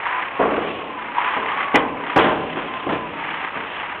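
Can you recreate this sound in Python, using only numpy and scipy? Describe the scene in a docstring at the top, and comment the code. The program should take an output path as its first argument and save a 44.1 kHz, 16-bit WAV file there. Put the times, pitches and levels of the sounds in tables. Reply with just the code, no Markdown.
"""A diesel engine knocks and surges as a tipper truck raises its steel container inside a hall.
The knock hardens whenever the engine takes fuel, and a gear whine follows its rising and sagging speed.
The shifting container booms and clanks in clusters of blows, which echo around the hall.
Everything sounds narrow, as over a telephone, and the recorder overloads on the loudest bangs."""
import sys
import numpy as np
from scipy import signal
from scipy.fft import rfft, irfft
from scipy.io import wavfile

SR = 44100
rng = np.random.default_rng(int(sys.argv[2]) if len(sys.argv) > 2 else 0)


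def bounce(signal):
    """Save signal as a 16-bit WAV file at the path given by the first command-line argument."""
    frames = np.transpose(np.atleast_2d(signal))
    limited = np.clip(frames, -1, 1)
    pcm = np.round(limited * 32767).astype(np.int16)
    wavfile.write(sys.argv[1], SR, pcm)


N = 176400
T = np.arange(N) / SR
RING_SAMPLES = 49152


def from_db(db):
    """Turn decibels into a number to multiply a sound by."""
    return 10 ** (np.asarray(db) / 20)


def rms_one(x):
    """Scale a signal so that its average size (rms) is 1."""
    return x / np.sqrt(np.mean(x ** 2) + 1e-20)


def curve(rows):
    """Join (time, value) rows by straight lines."""
    return np.interp(T, *np.transpose(rows))


def at_hz(points, hz):
    """Read between (frequency, value) rows, giving each octave equal room."""
    freqs, values = np.transpose(points)
    return np.interp(np.log(np.maximum(hz, 1)), np.log(freqs), values)


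def noise(spectrum):
    """Steady noise with a given tone colour and an average size of 1."""
    hz = np.arange(N // 2 + 1) * SR / N
    white = rfft(rng.standard_normal(N))
    return rms_one(irfft(white * from_db(at_hz(spectrum, hz)) * (hz > 20), N))


def drift(hz):
    """A random wobble of average size 1, mostly slower than hz."""
    freqs = np.arange(N // 2 + 1) * SR / N
    return rms_one(irfft(rfft(rng.standard_normal(N)) / (1 + (freqs / hz) ** 2), N))


def low_pass(x, hz, order=2):
    """Soften everything above hz; a higher order cuts more steeply."""
    return signal.sosfilt(signal.butter(order, min(hz, SR / 3), fs=SR, output="sos"), x)


def high_pass(x, hz):
    """Soften everything below hz."""
    return signal.sosfilt(signal.butter(2, hz, "high", fs=SR, output="sos"), x)


def add(out, start_s, x):
    """Mix a sound in at a given time."""
    i = int(start_s * SR)
    out[i:i + len(x)] += x[:N - i]


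def dying_noise(spectrum, t60s):
    """Countless tones struck at once: bands of noise, each fading by 60 dB in its own time (t60)."""
    hz = np.arange(RING_SAMPLES // 2 + 1) * SR / RING_SAMPLES
    edges_hz = np.array([25, 150, 350, 800, 1800, 5000])
    whole = rfft(rng.standard_normal(RING_SAMPLES)) * from_db(at_hz(spectrum, hz))
    bands = np.array([irfft(whole * (hz >= lo) * (hz < hi)) for lo, hi in zip(edges_hz, edges_hz[1:])])
    t60 = at_hz(t60s, np.sqrt(edges_hz[:-1] * edges_hz[1:]))
    fades = np.exp(-np.log(1000) * T[:RING_SAMPLES] / t60[:, None])
    return np.sum(bands * fades, axis=0) / bands.sum(axis=0).std()


def ring(tones, stretch):
    """Struck steel rings in fading pure tones, a little different on each hit."""
    t = T[:RING_SAMPLES]
    out = np.zeros(RING_SAMPLES)
    for hz, db, t60 in tones:
        strength = rng.choice([-1, 1]) * from_db(db + 2 * rng.normal())
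        out += strength * np.sin(2 * np.pi * hz * t) * np.exp(-np.log(1000) * t / (t60 * stretch))
    return out


def engine(speed):
    """Each firing rattles the engine block, along with a hiss, a smooth rush and the gears."""
    # strength of the knock, which follows the fuel: (time [s], level [dB])
    knock_levels = [(0, -31), (.06, -21), (.15, -21.5), (.25, -25), (.35, -27.5), (.65, -30), (.85, -36),
                    (1.13, -30.5), (1.18, -21.5), (1.3, -22), (1.42, -26), (1.48, -21.5), (1.65, -23),
                    (1.72, -29), (1.97, -36.5), (2.08, -25), (2.45, -33.5), (2.6, -29.5), (2.8, -32),
                    (3.13, -35), (3.25, -25), (3.55, -27), (3.92, -28), (4, -33)]
    # tone colour of the knock in the block: (frequency [Hz], level [dB])
    block_colour = [(100, -38), (300, -15), (600, -13), (830, -0.5), (1000, -2), (1200, 1.5), (1400, -4.5),
                    (1600, -1.5), (1800, -3.5), (1980, -1.5), (2500, -7.5), (3300, -15)]
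    # swells of the high hiss: (time [s], level [dB])
    hiss_levels = [(0, -49), (.12, -49), (.35, -42), (.47, -40), (.72, -25.5), (.95, -43.5), (1.27, -28.5),
                   (1.67, -34), (1.97, -48), (2.07, -30.5), (2.82, -31.5), (3.05, -37.5), (3.4, -30.5),
                   (3.55, -40), (3.78, -25.5), (4, -60)]
    # tone colour of the hiss: (frequency [Hz], level [dB])
    hiss_colour = [(1000, -25), (2000, -6), (2500, 1.5), (3200, 3), (3800, -2)]
    # rush of fan, exhaust and oil: (frequency [Hz], level [dB])
    rush_colour = [(25, -33.5), (55, -6.5), (110, -5.5), (200, -6.5), (300, 0), (600, 3), (1000, 1.5),
                   (1500, -6.5), (2000, -9.5), (2600, -1), (3300, -11)]
    rise_s, decay_s, throb_floor = .003, .0072, .34
    firings = np.cumsum(speed) / SR + 0.11
    since_firing = firings % 1 / speed
    strength = from_db(1.58 * rng.standard_normal(256))[firings.astype(int)]  # no two firings alike
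    burst = strength * (1 - np.exp(-since_firing / rise_s)) * np.exp(-since_firing / decay_s)
    clatter = from_db(1.6 * drift(hz=159))
    throb = rms_one(np.hypot(burst, throb_floor) * clatter)
    knock = noise(block_colour) * from_db(curve(knock_levels) + 1.5 * drift(hz=12))  # swells unevenly
    hiss = noise(hiss_colour) * from_db(curve(hiss_levels))
    rush_db = -34 + 0.38 * (speed - speed.mean())  # faster is louder
    rush = noise(rush_colour) * from_db(rush_db + 1.4 * drift(hz=25))
    return throb * (knock + hiss) + rush + gears(speed, throb)


def gears(speed, throb):
    """Meshing teeth whine in step with the engine; under load their case rattles with each firing."""
    # how hard the gears are loaded: (time [s], load [dB])
    loads = [(0, -36), (.12, -25), (.2, -26.5), (.3, -37.5), (.7, -37.5), (.88, -31.5), (1.14, -36.5),
             (1.152, -28.5), (1.19, -22.5), (1.25, -28.5), (1.35, -25), (1.65, -31.5), (1.87, -26.5),
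             (2.08, -41), (2.3, -22.5), (2.45, -42.5), (2.73, -32), (3.03, -33.5), (3.3, -48), (4, -47)]
    # tone colour of the gear case: (frequency [Hz], level [dB])
    case_colour = [(500, -42), (720, -14.5), (830, -1.5), (1000, -1), (1170, -6.5), (1400, -22),
                   (2000, -40)]
    teeth_per_firing, haze, haze_hz = 31, .71, 15  # haze blurs the pure tone
    load_db = curve(loads)
    from_peak_db = load_db - load_db.max()
    angle = 2 * np.pi * teeth_per_firing * np.cumsum(speed) / SR
    tone = (1 + haze * drift(haze_hz)) * np.sin(angle) + haze * drift(haze_hz) * np.cos(angle)
    flutter = from_db(2 * drift(hz=19))
    whine = rms_one(tone * flutter) * from_db(-27.5 + .6 * from_peak_db)
    rattle = throb * noise(case_colour) * from_db(load_db.max() - 1.5 + 1.4 * from_peak_db)
    return whine + rattle


def container():
    """Blows set the steel walls booming, softer contacts more dully, over a deep chassis thud."""
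    # blows: (time [s], level [dB], bass cut [Hz], treble cut [Hz], ring time stretch [factor])
    blows = [(.39, -10, 341, 880, 2.05), (.418, -17, 482, 1500, 0.75), (.565, -15.5, 300, 740, 0.86),
             (1.36, -24, 260, 800, 2.03), (1.74, -8.5, 147.6, 2400, 0.72), (1.752, -9, 448, 3400, 0.29),
             (2.157, -5.5, 171, 1500, 0.79), (2.184, -9, 660, 3300, 0.86), (2.238, -12.5, 200, 2090, 1.26),
             (2.303, -16.5, 454, 2100, 0.43), (2.565, -21.5, 238, 1981, .8), (2.863, -16, 161.5, 830, 0.8),
             (2.891, -14.5, 165, 2200, 0.39), (2.92, -18, 69.3, 3000, 0.61), (3.558, -30, 111, 686, 2.0)]
    # main tones of the walls: (frequency [Hz], level [dB], fade time before stretching [s])
    wall_tones = [(168.75, -12.5, 0.44), (223, -10.5, 0.32), (279.5, -1.5, 0.2), (370, -17, 0.084),
                  (420, -15.5, 0.49), (451.8, -3.5, .3), (585, -12, 0.26), (629.7, -8, 0.16),
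                  (729.5, -4.5, 0.1), (837, -11.5, 0.32), (1036, -10.5, 0.46), (1580, -6.5, 0.13)]
    # the crowd of lesser panel tones: (frequency [Hz], level [dB])
    panel_colour = [(35, -10), (60, -7.5), (120, -7), (200, -2), (400, 1), (800, -1.5), (1400, -3),
                    (2400, -7.5), (3500, -3.5)]
    # how long the panels ring: (frequency [Hz], fade time before stretching [s])
    panel_fades = [(60, .6), (250, 0.45), (1000, 0.4), (3500, 0.3)]
    rise_s = .0033
    attack = 1 - np.exp(-T[:RING_SAMPLES] / rise_s)
    out = np.zeros(N)
    for start_s, db, low_hz, bright_hz, stretch in blows:
        panels = dying_noise(panel_colour, [(hz, t60 * stretch) for hz, t60 in panel_fades])
        body = attack * (from_db(1.5) * panels + from_db(-5) * ring(wall_tones, stretch))
        boom = low_pass(high_pass(body, low_hz), bright_hz)
        thud = .22 * low_pass(body, hz=101)
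        add(out, start_s, from_db(db) * (boom - thud))
    return out


def hall(x):
    """The building throws back a smeared echo that lasts longest in the bass."""
    # how long the hall rings: (frequency [Hz], fade time [s])
    echo_fades = [(60, 1.4), (300, 2.36), (1000, 0.79), (3500, 0.48)]
    tail = dying_noise([(100, 1), (3000, -5.8)], echo_fades)
    tail /= np.sqrt(np.sum(tail ** 2) * SR / 10000)
    echo = np.zeros(N)
    add(echo, start_s=.023, x=tail)
    return from_db(-11.5) * signal.fftconvolve(x, echo)[:N]


def fittings():
    """Steel fittings clash twice in quick succession as one hard blow lands."""
    # clashes: (time [s], level [dB])
    clanks = [(1.747, -15), (1.7555, -8)]
    # tones of a fitting: (frequency [Hz], level [dB], fade time [s])
    fitting_tones = [(836, -1.5, 0.055), (1996, 1, 0.054), (2095, -6, 0.041), (2440, -6.5, 0.078)]
    out = np.zeros(N)
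    for start_s, db in clanks:
        add(out, start_s, from_db(db) * ring(fitting_tones, stretch=1))
    return out


def scene():
    """The engine, the bangs and the echo of the bangs, in one channel."""
    # engine speed: (time [s], firings [per second])
    speeds = [(0, 29.14), (.2, 33.15), (.4, 35.53), (.68, 36.63), (.85, 34.72), (1, 32), (1.14, 30.66),
              (1.33, 33.14), (1.48, 33.9), (1.6, 36.3), (1.76, 36.3), (1.9, 33.22), (2.07, 31), (2.3, 33.2),
              (2.52, 32.85), (2.74, 33.5), (3, 32.95), (3.18, 29.3), (3.45, 29.9), (3.7, 31.4), (4, 31.4)]
    bangs = container() + fittings()
    return (engine(curve(speeds)) + bangs + hall(bangs))[None]


def record(dry):
    """Cut the treble like a telephone, flatten the loudest peaks, then trim the very top."""
    narrow = low_pass(dry, hz=3310, order=12)
    narrow = low_pass(narrow, hz=4340, order=24)
    overload_limit, top_hz = .71, 15900
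    overloaded = np.clip(narrow, -overload_limit, overload_limit)
    return signal.sosfilt(signal.cheby2(12, 70, top_hz, fs=SR, output="sos"), overloaded)


dry = scene()
out = record(dry)
bounce(out)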